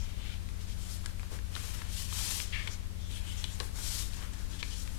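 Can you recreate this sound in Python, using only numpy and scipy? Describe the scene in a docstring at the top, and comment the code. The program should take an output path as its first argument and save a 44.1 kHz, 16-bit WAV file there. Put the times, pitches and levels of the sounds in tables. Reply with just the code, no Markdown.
"""Folding paper on a table

Two hands flatten a folded sheet, slide it round twice and start the next fold. Slipping fibres hiss, ring and rasp;
fingertips chatter and swish as gliding noise bands; a flap and stiff creases shake resonances; landings stir the table.
A low rumble and faint hum fill the small room. The microphone feeds almost only the left channel."""
import sys
import numpy as np
from scipy import signal
from scipy.fft import rfft, irfft, next_fast_len
from scipy.io import wavfile

SR = 44100
rng = np.random.default_rng(int(sys.argv[2]) if len(sys.argv) > 2 else 0)


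def output_pcm(signal):
    """Save a mono or channel-first signal as 16-bit PCM at the path in sys.argv[1].

    Samples are clipped to [-1, 1] before scaling.
    """
    pcm = np.clip(np.atleast_2d(signal).T, -1, 1) * 32767
    wavfile.write(sys.argv[1], SR, np.round(pcm).astype(np.int16))


N = 219970
TIME = np.arange(N) / SR  # s


def from_db(db):
    """Decibels to amplitude gain."""
    return 10 ** (np.asarray(db) / 20)


def rms_one(x):
    """Scale to unit rms."""
    return x / np.sqrt(np.mean(x ** 2) + 1e-20)


def unit_energy(x):
    """Scale to a sum of squares of 1."""
    return x / np.linalg.norm(x)


def colour(x, spectrum):
    """Filter to a spectrum interpolated in dB over log frequency; rms 1."""
    hz, db = np.transpose(spectrum)
    size = next_fast_len(len(x))
    bins_hz = np.maximum(np.fft.rfftfreq(size, 1 / SR), 1)
    gain = from_db(np.interp(np.log(bins_hz), np.log(hz), db))
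    return rms_one(irfft(rfft(x, size) * gain, size)[:len(x)])


def noise(spectrum):
    """Coloured Gaussian noise of rms 1."""
    return colour(rng.standard_normal(N), spectrum)


def drift(changes_per_s):
    """Random curve of rms 1: straight lines between random knots."""
    knots = rng.standard_normal(int(N / SR * changes_per_s) + 3)
    return rms_one(np.interp(TIME * changes_per_s, np.arange(len(knots)), knots))


def gliding_band(centre_hz, width_hz):
    """Low-passed noise pair shifted up to a moving centre; rms 1."""
    phase = 2 * np.pi * np.cumsum(centre_hz) / SR
    low_pass = signal.butter(2, width_hz / 2, fs=SR, output="sos")
    swing = signal.sosfilt(low_pass, rng.standard_normal((2, N)))
    return rms_one(swing[0] * np.cos(phase) + swing[1] * np.sin(phase))


def resonate(x, modes):
    """Parallel two-pole resonances with alternating signs."""
    out = 0
    for k, (hz, width_hz, db) in enumerate(modes):
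        r = np.exp(-np.pi * width_hz / SR)
        poles = [1, -2 * r * np.cos(2 * np.pi * hz / SR), r * r]
        rung = (1 - r * r) / 2 * signal.lfilter([1, 0, -1], poles, x + 1e-18)
        out = out + (-1) ** k * from_db(db) * rung
    return out


def slips(per_s, spread_db):
    """Random releases of caught fibres, uneven in size and sign; rms 1."""
    sizes = from_db(spread_db * np.minimum(rng.exponential(1, N), 4))
    released = rng.random(N) < per_s / SR
    return rms_one(released * sizes * rng.choice([-1, 1], N))


def fade(t, t60_s):
    """Exponential decay from t = 0, down 60 dB after t60_s."""
    return (t >= 0) * np.exp(-np.log(1000) * np.maximum(t, 0) / t60_s)


def stroke(middle_s, length_s):
    """Relative speed of a hand movement, 0-1: it gathers, holds and dies away."""
    speed_up_power, slow_down_power = 4.14, 4.2
    along = (TIME - middle_s) / (length_s / 2)
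    return 1 / (1 + np.abs(along) ** np.where(along < 0, speed_up_power, slow_down_power))


def loudness(speeds, levels_db):
    """Friction amplitude follows speed; overlapping strokes add in power."""
    return np.sqrt(from_db(levels_db) ** 2 @ speeds ** 2)


def background():
    """Ventilation rumbles and hums under a thin hiss; the hum wavers and later shifts its colour."""
    # Room hum. Each row: frequency in Hz, level in dB, change of level at the colour shift in dB.
    hum_tones = [(53.76, -48, 2), (73.85, -49, -4), (91.34, -48, -3), (182.16, -58.5, 0.5),
                 (218.05, -67.5, -3), (274, -75.5, 12)]
    # Room rumble. Each row: frequency in Hz, relative density in dB per Hz.
    rumble_spectrum = [(12, -4), (28, 2), (40, 1), (58, -3), (80, -12.5), (105, -11.5), (150, -19.5),
                       (220, -23.5), (300, -26.5), (600, -36), (1500, -80)]
    # Thin room hiss. 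Each row: frequency in Hz, relative density in dB per Hz.
    air_spectrum = [(200, -6), (600, 3.5), (1500, -0.5), (3500, 1.5), (7000, -7.5), (12000, -12),
                    (15500, -28)]
    rumble_db, air_db, shift_s = -43.5, -64, 3.98
    shifted = .5 + .5 * np.tanh((TIME - shift_s) / 0.28)
    hum = 0
    for hz, db, change_db in hum_tones:
        phase = 2 * np.pi * (hz * TIME + rng.random()) + 0.39 * drift(4.73)
        level_db = db + change_db * shifted + 0.41 * drift(5.7)
        hum = hum + np.sqrt(2) * from_db(level_db) * np.sin(phase)
    return hum + from_db(rumble_db) * noise(rumble_spectrum) + from_db(air_db) * noise(air_spectrum)


def pats():
    """Fingers and paper land softly, exciting only low resonances of the table."""
    # Landings. Each row: start in seconds, level in dB, 60 dB decay time in seconds.
    landings = [(1.314, -51.5, 0.25), (1.344, -65, 0.154), (1.564, -55, 0.059), (1.822, -61, 0.071),
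                (2.686, -46, 0.055), (3.603, -43, 0.08), (3.616, -52, 0.22), (4.201, -56, 0.102),
                (4.629, -58, .06)]
    # Table top resonances. Each row: frequency in Hz, width in Hz, relative level in dB.
    table_modes = [(322.3, 144, 2.5), (443, 160, 3), (780, 350, -7.5), (1120, 130, -6)]
    force = sum(from_db(db) * fade(TIME - s, t60_s) for s, db, t60_s in landings)
    white = rng.standard_normal(N)
    return resonate(force * white, table_modes) / np.std(resonate(white, table_modes))


def dragging_flap(smooth_db=4.5):
    """A flap edge sticks and slips over smoother friction, shaking the flap's resonances."""
    # Drag curve. Each row: time in seconds, level in dB, slips per second.
    drag_curve = [(2.520, -83, 700), (2.525, -43, 860), (2.548, -41.5, 3000), (2.585, -46, 1900),
                  (2.61, -45, 590), (2.635, -50.5, 580), (2.67, -58, 460), (2.72, -80, 930)]
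    # Flap resonances. Each row: frequency in Hz, width in Hz, relative level in dB.
    flap_modes = [(1270, 298, -14.5), (1737, 74.6, 0.5), (2137, 190, 1), (2780, 230, -1), (3310, 450, -6),
                  (4950, 1460, -19.5)]
    knots_s, knots_db, knots_per_s = np.transpose(drag_curve)
    level_db = np.interp(TIME, knots_s, knots_db)
    per_s = np.interp(TIME, knots_s, knots_per_s)
    catches = slips(per_s, spread_db=0)
    friction = catches + from_db(smooth_db) * rng.standard_normal(N)
    return from_db(level_db) * rms_one(resonate(friction, flap_modes))


def fingertip(chatter_width_hz=520, swish_width_hz=2000):
    """Skin chatters narrowly on the fold and swishes over the sheet; pitches glide from rub to rub."""
    # Rubs along a fold. Each row: middle in seconds, length in seconds, swish level in dB,
    # swish centre in Hz, chatter level in dB, chatter pitch in Hz.
    rubs = [(0.01, 0.082, -57, 5880, -77, 3265), (0.84, .07, -59.5, 7700, -63, 3200),
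            (0.915, 0.071, -58, 5100, -77, 3220), (2.728, 0.042, -52.5, 6000, -73, 3200),
            (3.046, .09, -63, 5600, -61, 3490), (3.15, 0.085, -60.5, 9300, -56, 3220),
            (3.3, 0.07, -58, 8000, -52.5, 3113), (3.395, 0.051, -53.5, 6300, -60, 3300),
            (3.495, 0.056, -68, 6400, -57, 3110), (3.542, .04, -55, 7300, -66, 3100),
            (4.535, 0.029, -66, 5500, -59, 3380), (4.603, .03, -60, 5200, -55, 3250),
            (4.725, 0.0445, -55.5, 5200, -55.5, 3130), (4.795, .06, -54.5, 6450, -68, 3130)]
    middle_s, length_s, swish_db, swish_hz, chatter_db, chatter_hz = np.transpose(rubs)
    speeds = np.array([stroke(*when) for when in zip(middle_s, length_s)])
    chatter = gliding_band(np.interp(TIME, middle_s, chatter_hz), chatter_width_hz)
    swish = gliding_band(np.interp(TIME, middle_s, swish_hz), swish_width_hz)
    return loudness(speeds, chatter_db) * chatter + loudness(speeds, swish_db) * swish


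def snaps(body_db=-6.0, crack_t60_s=0.0087, shiver_t60_s=0.018, soft_hz=5500, size=4096):
    """A crease buckles: a jolt and a dying shiver ring facet and sheet, under a short bright crack."""
    # Snaps. Each row: start in seconds, level in dB, pitch in Hz, ring width in Hz,
    # crack level relative to the ring in dB, shiver level relative to the jolt in dB.
    buckles = [(0.34, -47, 2470, 400, -22, -2), (0.4889, -48, 1920, 900, -24, -4),
               (1.06, -39.5, 1530, 400, 2, -3), (1.196, -46, 1840, 700, -6.5, -2),
               (1.2318, -45.5, 1150, 900, -22, -5), (1.3883, -45.5, 1830, 600, -16, 1.5),
               (1.553, -37, 3930, 900, -7.5, -3), (1.564, -37.5, 1370, 600, -12, -6),
               (1.818, -40.5, 1270, 1300, -28, 2), (2.126, -38.5, 1320, 700, -16, 5),
               (2.402, -33, 2500, 800, -24, -13), (2.674, -33.5, 2170, 500, -13.5, 5),
               (2.6786, -37, 2940, 1200, -18, -3), (3.4416, -30.5, 3340, 900, -11.5, 0.5),
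               (3.6016, -32.5, 3878, 2210, -11, -3), (3.6043, -36.5, 1205, 600, -25, 4),
               (4.135, -44.5, 4000, 1500, -17, -6), (4.2255, -46, 2500, 3000, -24, 12),
               (4.334, -47, 8010, 900, -18, 3), (4.533, -49.5, 3330, 600, -12, 3),
               (4.6286, -30, 2520, 1096, -31, 1), (4.875, -43.5, 1882, 1800, -21.5, 15)]
    # Resonances of the paper lying on the table. Each row: frequency in Hz, width in Hz, relative level in dB.
    crease_modes = [(494, 240, -7.5), (927, 140, -3), (1880, 520, -33), (2846, 92, 2), (3200, 950, -5),
                    (4750, 2100, -35)]
    # Crack spectrum. Each row: frequency in Hz, relative density in dB per Hz.
    crack_spectrum = [(2000, -29), (4500, 17), (6500, 13.5), (8000, 22), (10500, 9), (13000, -5.5),
                      (15500, -32)]
    out, t = np.zeros(N + size), np.arange(size) / SR
    soften = signal.butter(2, soft_hz, fs=SR, output="sos")
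    # level_db: energy spread over 2 ms
    spread = np.sqrt(.002 * SR)
    for s, level_db, pitch_hz, width_hz, sharp_db, shiver_db in buckles:
        grain = rng.standard_normal((2, size))
        # the shiver starts one pitch period after the jolt
        force = np.array([t == 0, grain[0] * fade(t - 1 / pitch_hz, shiver_t60_s)])
        facet = resonate(force, [(pitch_hz, width_hz, 0)])
        rung = facet + from_db(body_db) * resonate(force, crease_modes)
        jolt, shiver = map(unit_energy, signal.sosfilt(soften, rung))
        ring = unit_energy(jolt + from_db(shiver_db) * shiver)
        crack = unit_energy(colour(grain[1], crack_spectrum) * fade(t, crack_t60_s))
        at = round(s * SR)
        out[at:at + size] += from_db(level_db) * spread * (ring + from_db(sharp_db) * crack)
    return out[:N]


def rubbing(brighten_db=1.0):
    """Dense fibre slips hiss, ring and rasp; each stroke brightens as the hand lightens towards its end."""
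    # Sliding and smoothing. Each row: middle in seconds, length in seconds, fibre hiss in dB (before
    # the top shift), sheet ring in dB, pressed-paper rasp in dB, shift of the hiss above 8 kHz in dB.
    strokes = [(0.063, 0.18, -62, -60.5, -66.5, -8), (0.273, 0.17, -64, -53.5, -65, -6),
               (0.622, .05, -57.5, -63, -72, -8), (0.707, .07, -55, -59, -69, -7),
               (0.893, 0.25, -56, -64.5, -65.5, -1), (0.93, 0.067, -52, -76, -64, 4),
               (1.072, .08, -59, -64, -59.5, 0), (1.235, .1, -64, -78, -65, -1),
               (1.342, 0.07, -53.5, -62, -57, -1.5), (1.576, 0.091, -53.5, -56, -59, -1),
               (1.691, 0.26, -51, -57, -58, 0), (1.836, .12, -58, -59, -58.5, -4),
               (1.979, 0.14, -44.5, -52.5, -62, -1.5), (2.278, 0.31, -39.5, -49, -54, -0.5),
               (2.596, 0.24, -54.5, -60, -59, -11), (2.728, 0.059, -51.5, -74, -59.5, -8),
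               (3.148, 0.1, -55, -54.5, -65.5, -1), (3.365, 0.27, -57, -55.5, -63, 0.5),
               (3.535, 0.076, -54.5, -66, -64, -1), (3.633, 0.1, -53.5, -66, -58, 1),
               (3.784, 0.064, -50, -61, -55.5, -1), (3.928, 0.22, -40.5, -52, -57, -1.5),
               (4.154, 0.082, -53, -61, -60.5, -3), (4.222, 0.12, -56.5, -62, -56.5, -3.5),
               (4.39, 0.16, -57, -67, -61.5, -4), (4.535, 0.077, -52, -61.5, -59.5, -7),
               (4.605, .03, -50, -55, -63, -9), (4.718, 0.2, -51, -62.5, -67, -7),
               (4.804, 0.082, -51, -68, -70, -2), (4.93, 0.26, -58.5, -65.5, -64, 0.5)]
    # Fibre hiss spectrum. Each row: frequency in Hz, relative density in dB per Hz.
    hiss_spectrum = [(1000, -18), (2500, -14), (3300, -4), (5200, -0.5), (8000, -1), (10500, -3),
                     (13000, -6.5), (15500, -24)]
    # Rasp spectrum. Each row: frequency in Hz, relative density in dB per Hz.
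    rasp_spectrum = [(250, -10.5), (450, -0.5), (720, -5.5), (950, 0), (1130, 0.5), (1300, 0.5),
                     (1550, 0.5), (2100, -2), (3000, -12), (6000, -25)]
    # Folded sheet resonances. Each row: frequency in Hz, width in Hz, relative level in dB.
    sheet_modes = [(2360, 890, -7.5), (3130, 350, -1), (3800, 930, -8.5)]
    # resting hands never keep quite still
    rest_hiss_db, rest_ring_db, rest_rasp_db, rest_swing_db, rest_changes_per_s = -68, -75, -70, 2, 12
    # contact pressure and brightness flutter
    flutter_db, flutter_per_s, top_flutter_db, top_flutter_per_s = 0.98, 90, 0.23, 32

    middle_s, length_s, hiss_db, ring_db, rasp_db, top_db = np.transpose(strokes)
    speeds = np.array([stroke(*when) for when in zip(middle_s, length_s)])
    progress = np.tanh((TIME[:, None] - middle_s) / (length_s / 2))
    bright_db = np.average(top_db + brighten_db * progress, axis=1, weights=speeds.T ** 2)
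    fidget = from_db(rest_swing_db * drift(rest_changes_per_s))
    pressure = from_db(flutter_db * drift(flutter_per_s))

    fibres = colour(slips(per_s=15000, spread_db=1.0), hiss_spectrum)
    top = signal.sosfiltfilt(signal.butter(2, 8000, "high", fs=SR, output="sos"), fibres)
    top_gain = from_db(bright_db + top_flutter_db * drift(top_flutter_per_s))
    hiss = fibres - top + top * top_gain
    ring = rms_one(resonate(slips(per_s=7000, spread_db=3.0), sheet_modes))
    rasp = colour(slips(per_s=3500, spread_db=2.5), rasp_spectrum)

    layers = [(hiss, hiss_db, rest_hiss_db), (ring, ring_db, rest_ring_db), (rasp, rasp_db, rest_rasp_db)]
    out = 0
    for sound, moving_db, rest_db in layers:
        out = out + sound * np.hypot(loudness(speeds, moving_db), fidget * from_db(rest_db))
    return pressure * out


def under_hand(x, lag_s=0.0014, bounce_db=-14):
    """Sound bounces off the moving hand above the paper; the drifting lag shifts its colour."""
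    drifting_lag_s = lag_s * from_db(2 * drift(7))
    bounce = from_db(bounce_db)
    return (x + bounce * np.interp(TIME - drifting_lag_s, TIME, x)) / np.hypot(1, bounce)


def room(x, echo_s=0.0083, echo_db=-15, wall_hz=6000, size=16384):
    """One near reflection, then a short, duller tail of decaying noise."""
    t60_s, tail_db = 0.51, -15
    t = np.arange(size) / SR
    tail = rng.standard_normal(size) * fade(t - echo_s, t60_s)
    tail = signal.sosfilt(signal.butter(1, wall_hz, fs=SR, output="sos"), tail)
    response = from_db(tail_db) * unit_energy(tail)
    response[round(echo_s * SR)] += from_db(echo_db)
    return x + signal.fftconvolve(x, response)[:N]


def scene():
    """One microphone on the left, a faint inverted leak on the right; separate circuit noise in each."""
    # Circuit noise spectrum. Each row: frequency in Hz, relative density in dB per Hz.
    circuit_spectrum = [(10, 27), (30, 35.5), (55, 26), (85, 10), (130, 14.5), (300, 7), (700, 5.5),
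                        (2000, 4), (8000, 1.5), (12500, -0.5), (15500, -14)]
    right_leak_db, circuit_db = -42, -51.5
    paper = under_hand(rubbing()) + fingertip() + dragging_flap() + snaps() + pats()
    # source levels are ahead of this doubling
    microphone = 2 * (room(paper) + background())
    circuit = from_db(circuit_db) * np.array([noise(circuit_spectrum), noise(circuit_spectrum)])
    return np.array([microphone, -from_db(right_leak_db) * microphone]) + circuit


def record(dry):
    """A steep elliptic low-pass cuts the top."""
    cutoff_hz = 15800
    return signal.sosfilt(signal.ellip(10, .1, 80, cutoff_hz, fs=SR, output="sos"), dry)


dry = scene()
out = record(dry)
output_pcm(out)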